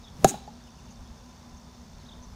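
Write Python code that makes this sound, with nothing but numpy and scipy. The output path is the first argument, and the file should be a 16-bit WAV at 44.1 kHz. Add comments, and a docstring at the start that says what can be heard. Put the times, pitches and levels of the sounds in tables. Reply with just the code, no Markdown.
"""On a lawn among houses, a hollow plastic bat swishes through the air and strikes a small ball.
The impact excites the barrel's modes as a sharp crack, and the spinning ball whirrs away.
The walls return the crack as discrete echoes; the yard scatters it into a diffuse tail.
Small birds chirp over a light breeze, a distant machine hum and a faint high buzz."""
import sys
import numpy as np
from scipy import signal
from scipy.fft import rfft, irfft, next_fast_len
from scipy.io import wavfile
from scipy.ndimage import uniform_filter1d, map_coordinates

SR = 44100
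rng = np.random.default_rng(int(sys.argv[2]) if len(sys.argv) > 2 else 0)


def put_to_file(sound):
    """Save the sound as 16-bit audio at rate SR, in the file named by the first command-line argument."""
    columns = np.atleast_2d(sound).T  # one column per channel
    safe = np.clip(columns, -1, 1)
    whole_steps = np.round(safe * 32767)
    wavfile.write(sys.argv[1], SR, whole_steps.astype(np.int16))


N = 103635
T, HZ = np.arange(N) / SR, np.fft.rfftfreq(N, 1 / SR)
HIT_S = .245


def amp(db):
    """Amplitude ratio of a level in decibels."""
    return 10 ** (np.asarray(db) / 20)


def unit(x):
    """Normalisation to rms 1."""
    return x / np.sqrt(np.mean(x ** 2) + 1e-20)


def bell(x, centre, width):
    """Gaussian curve of peak 1."""
    return np.exp(-.5 * ((x - centre) / width) ** 2)


def read(points, hz):
    """Interpolation of a table on a log-frequency axis."""
    f, value = np.transpose(points)
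    return np.interp(np.log(hz + 1), np.log(np.sort(f) + 1), value)


def fade(t, t60):
    """Exponential decay of 60 dB in t60 seconds."""
    return np.exp(-np.log(1000) * t / t60)


def add(mix, s, sound):
    """Superposition of a sound on the mix from time s."""
    part = mix[max(round(s * SR), 0):][:len(sound)]
    part += sound[:len(part)]


def noise(gain):
    """Spectral shaping of white noise, scaled to rms 1."""
    size = next_fast_len(N)
    white = rfft(rng.standard_normal(size))
    return unit(irfft(white * np.interp(np.fft.rfftfreq(size, 1 / SR), HZ, gain), size)[:N])


def band(hz, width_hz):
    """Narrow-band noise with a Gaussian spectrum."""
    return noise(bell(HZ, hz, width_hz))


def convolve(x, response):
    """Convolution with an impulse response scaled to unit energy."""
    return signal.oaconvolve(x, response / np.linalg.norm(response))[:len(x)]


def colour(x, spectrum, size=2048):
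    """Minimum-phase filtering to the shape of a spectrum table."""
    log_gain = np.log(amp(read(spectrum, abs(np.fft.fftfreq(size, 1 / SR)))))
    response = np.fft.ifft(np.exp(np.conj(signal.hilbert(log_gain)))).real
    return convolve(x, response[:size // 2])


def cut(x, hz, kind):
    """First-order low-pass or high-pass filtering."""
    return signal.sosfilt(signal.butter(1, hz, kind, fs=SR, output="sos"), x)


def breeze(wash_db=-49.5, patch_db=.7, size=1024):
    """Ambient noise drifts in spectral patches; gusts add low pressure fluctuations at the microphone."""
    # outdoor air spectrum: f/Hz, relative level/dB
    spectrum = [(15, -49), (25, -18), (59, 0), (108, -9.5), (141, -7), (206, -8.5), (250, -7.5), (280, -22),
                (344, -19), (500, -21), (900, -19), (1300, -25.5), (2000, -31.5), (3000, -33.5),
                (3600, -31), (4800, -32.5), (6600, -29.5), (7200, -37.5), (9800, -43.5), (11000, -46.5),
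                (13500, -51), (15000, -49), (15800, -62)]
    # gusts: t/s, width/s, level/dB
    gusts = [(.16, .025, -47), (1.01, 0.012, -43.5), (1.116, 0.0095, -43), (1.54, 0.015, -43),
             (1.96, 0.067, -48.5), (2.26, 0.084, -44.5)]
    cells = signal.stft(noise(amp(read(spectrum, HZ))), nperseg=size)[2]
    patches = uniform_filter1d(rng.standard_normal(cells.shape), size=12, axis=0)
    patches = unit(uniform_filter1d(patches, size=10, axis=1))
    wash = signal.istft(cells * amp(patch_db * patches), nperseg=size)[1][:N]
    swells = sum(amp(db) * bell(T, s, width) for s, width, db in gusts)
    return amp(wash_db) * wash + swells * band(hz=59, width_hz=24)


def machine(pulse_hz=59.5, pulse_decay_s=.0024, buzz_db=-68):
    """A distant machine hums in narrow spectral lines; amplitude modulation makes a high band buzz."""
    # hum and whine lines: f/Hz, width/Hz, level/dB
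    lines = [(241.3, 6.6, -57), (1005, 5.6, -69), (3566, 70, -72), (4530, 68, -72), (5193, 23, -72),
             (14500, 150, -81)]
    hum = sum(amp(db) * band(hz, width) for hz, width, db in lines)
    pulses = np.exp(-(T * pulse_hz % 1) / pulse_hz / pulse_decay_s)
    return hum + amp(buzz_db) * unit(pulses * band(hz=5720, width_hz=410))


def birds(waver_depth=.035, scatter_db=-14):
    """Frequency modulation: each note is one whistle that slides or arches and wavers slightly."""
    # notes: onset t/s, duration/s, first f/Hz, middle f/Hz, last f/Hz, level/dB
    notes = [(0.033, 0.03, 4090, 3660, 3300, -51.5), (0.063, 0.033, 3130, 3500, 3020, -50.5),
             (0.665, .034, 2930, 2850, 2350, -59.5), (.776, .032, 3130, 2710, 2350, -60.5),
             (0.871, 0.039, 3190, 2790, 2360, -61), (0.893, 0.04, 5300, 6550, 5450, -56),
             (1.05, 0.047, 3360, 3490, 4060, -61), (1.562, .03, 5430, 6220, 5330, -57),
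             (1.987, 0.033, 4060, 4150, 3800, -59), (2.053, .02, 3130, 3650, 4440, -54.5),
             (2.084, 0.0197, 4080, 3730, 3280, -48), (2.107, 0.0377, 2970, 3480, 2900, -51),
             (2.218, 0.041, 6090, 6280, 5900, -53.5)]
    out = np.zeros(N)
    waver = band(hz=0, width_hz=300)
    for s, length, first_hz, middle_hz, last_hz, db in notes:
        progress = np.arange(0, length, 1 / SR) / length
        hz = np.polyval(np.polyfit([0, .5, 1], [first_hz, middle_hz, last_hz], 2), progress)
        hz *= 1 + waver_depth * np.interp(s + progress * length, T, waver)
        add(out, s, amp(db) * np.sin(np.pi * progress) * np.sin(2 * np.pi * np.cumsum(hz) / SR))
    return out + amp(scatter_db) * yard_scatter(out)


def yard_scatter(x, rise_s=.029, size=256):
    """Diffuse scattering from lawn, rocks and shrubs leaves a tail whose decay varies with frequency."""
    # scattered sound: f/Hz, relative level/dB, T60/s
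    scatter = [(100, -29, 0.31), (355, 2.5, 0.36), (714, -5.5, 0.14), (875, -9, 1), (1150, -1, 0.24),
               (1990, 3, 0.46), (3820, 7.5, 0.53), (7040, -3.5, 0.4), (15000, 10, 0.2)]
    t = T[:SR // 2]
    hz, frame_s, cells = signal.stft(rng.standard_normal(len(t)), SR, nperseg=size)
    gain = amp(read([(f, db) for f, db, _ in scatter], hz))
    t60 = read([(f, decay) for f, _, decay in scatter], hz)
    cells = cells * gain[:, None] * fade(frame_s, t60[:, None])
    tail = signal.istft(cells, SR, nperseg=size)[1][:len(t)]
    return convolve(x, tail * np.minimum(t / rise_s, 1))


def swish(peak_s=.24, rise_s=.043, fall_s=.073, rush_db=-38.5, roughness=.5, rough_hz=35):
    """Flow round the bat makes broad noise and a rough aeolian tone whose pitch follows the bat's speed."""
    # flow noise spectrum: f/Hz, relative level/dB
    spectrum = [(40, -19.5), (110, -7), (180, -7), (300, -14), (600, -19.5), (1500, -33), (8000, -39.5),
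                (16000, -48.5)]
    # tone of the shed air: t/s, f/Hz, level/dB
    swing = [(.15, 120.1, -58), (.215, 165.1, -41), (.27, 210, -33), (.297, 259, -61), (0.316, 300, -36),
             (.335, 232, -46), (.354, 179, -40), (.38, 140, -58)]
    s, hz, db = np.transpose(swing)
    phase = 2 * np.pi * np.cumsum(np.interp(T, s, hz)) / SR
    sidebands = band(0, rough_hz) * np.sin(phase) + band(0, rough_hz) * np.cos(phase)
    tone = np.interp(T, s, amp(db), left=0, right=0) * unit(np.sin(phase) + roughness * sidebands)
    swell = np.exp(-np.maximum((peak_s - T) / rise_s, (T - peak_s) / fall_s))
    return amp(rush_db) * swell * noise(amp(read(spectrum, HZ))) + tone


def crack(ring_db=-.3, lag_s=.0002, contact_s=.0012, snap_db=-10.5, rise_s=.00025, hold_s=.0008):
    """Impact excitation: a snap, then the hollow barrel's damped modes, neighbours in opposite phase."""
    # barrel modes: f/Hz, relative level/dB, T60/s
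    modes = [(146.2, -.5, .045), (160.3, 2.5, .025), (387, -7.2, 0.042), (658, 5.5, .015),
             (777.7, -0.63, 0.047), (802.6, -3.5, 0.041), (1010, -25.5, 0.037), (1203, -40, 0.089),
             (1660, -18, 0.027), (3510, -24.5, 0.026), (3986, -20, 0.028), (4490, -25.5, 0.032),
             (6300, -12, .012), (7730, -13, .009)]
    # contact snap spectrum: f/Hz, relative level/dB
    spectrum = [(100, 12.5), (900, -17), (1300, 5.5), (1700, -9), (2200, -5), (2900, -7), (3900, 0),
                (5000, -4.5), (7000, 7.5), (9000, -9), (11500, -5.5), (13500, -16), (15500, -15)]
    t, out = T[:SR // 2], np.zeros(N)
    ring = sum((-1) ** (k + 1) * amp(db) * fade(t, t60) * np.sin(2 * np.pi * hz * t)
               for k, (hz, db, t60) in enumerate(modes))
    onset = 1 - np.exp(-(t / contact_s) ** 2)
    add(out, HIT_S + lag_s, amp(ring_db) * ring * onset)
    contact = fade(np.maximum(t - hold_s, 0), t60=.0042)
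    shell = amp(db=-13) * fade(t, t60=.055)
    snap = (contact + shell) * np.minimum(t / rise_s, 1) * rng.choice([-1., 1.], len(t))
    add(out, HIT_S, amp(snap_db) * colour(snap, spectrum))
    return out


def whirr(peak_s=.2912, width_s=.012, puff_hz=408, puff_decay_s=.00052, gain_db=-20):
    """Periodic shedding: the spinning ball gives off a quick train of whistling puffs as it leaves."""
    # puff spectrum: f/Hz, relative level/dB
    spectrum = [(500, -24.5), (2500, -19), (4200, -20.5), (5200, -17), (6100, -6), (6600, 3.5),
                (7200, -4.5), (8600, -5.5), (10500, -17.5), (15500, -20)]
    puff_age = ((T - peak_s) * puff_hz + .5) % 1 / puff_hz
    puffs = np.exp(-puff_age / puff_decay_s) * rng.choice([-1., 1.], N)
    return amp(gain_db) * colour(bell(T, peak_s, width_s) * puffs, spectrum)


def wall_echoes(hit, doppler=1.085, ring_hz=850, ring_width_hz=110, broad_db=-4.5):
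    """Reflection: walls return thin, smeared cracks, Doppler-raised by the bat moving toward them."""
    # echoes: arrival t/s, relative level/dB, treble cutoff f/Hz, smear/s
    echoes = [(.310, -26, 2000, 0.0044), (.338, -19, 1800, 0.0054), (.368, -31, 1200, 0.0057),
              (.475, -32, 2500, 0.0019)]
    out, t = np.zeros(N), T[:SR // 20]
    shifted = map_coordinates(hit, [(HIT_S + doppler * T[:SR // 4]) * SR], order=3)
    main_ring = signal.lfilter(*signal.iirpeak(ring_hz, ring_hz / ring_width_hz, fs=SR), shifted)
    for s, db, cutoff_hz, smear_s in echoes:
        smeared = convolve(shifted, rng.standard_normal(len(t)) * np.exp(-t / smear_s))
        add(out, s, amp(db) * (main_ring + amp(broad_db) * cut(smeared, cutoff_hz, "low")))
    return cut(out, hz=600, kind="high")


def scene(scatter_db=-14):
    """Superposition of the stroke, its reflections and the quiet garden in one channel."""
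    hit, ball = crack(), whirr()
    direct = swish() + hit + ball
    reflected = wall_echoes(hit) + amp(scatter_db) * yard_scatter(hit + ball)
    return (direct + reflected + birds() + breeze() + machine())[None]


def record(dry, cutoff_hz=15900):
    """Clipping at full scale, then band limiting by a steep low-pass filter."""
    taps = signal.firwin(511, cutoff_hz, window=("kaiser", 9), fs=SR)
    return signal.oaconvolve(np.clip(dry, -1, 1), taps[None], "same")


dry = scene()
out = record(dry)
put_to_file(out)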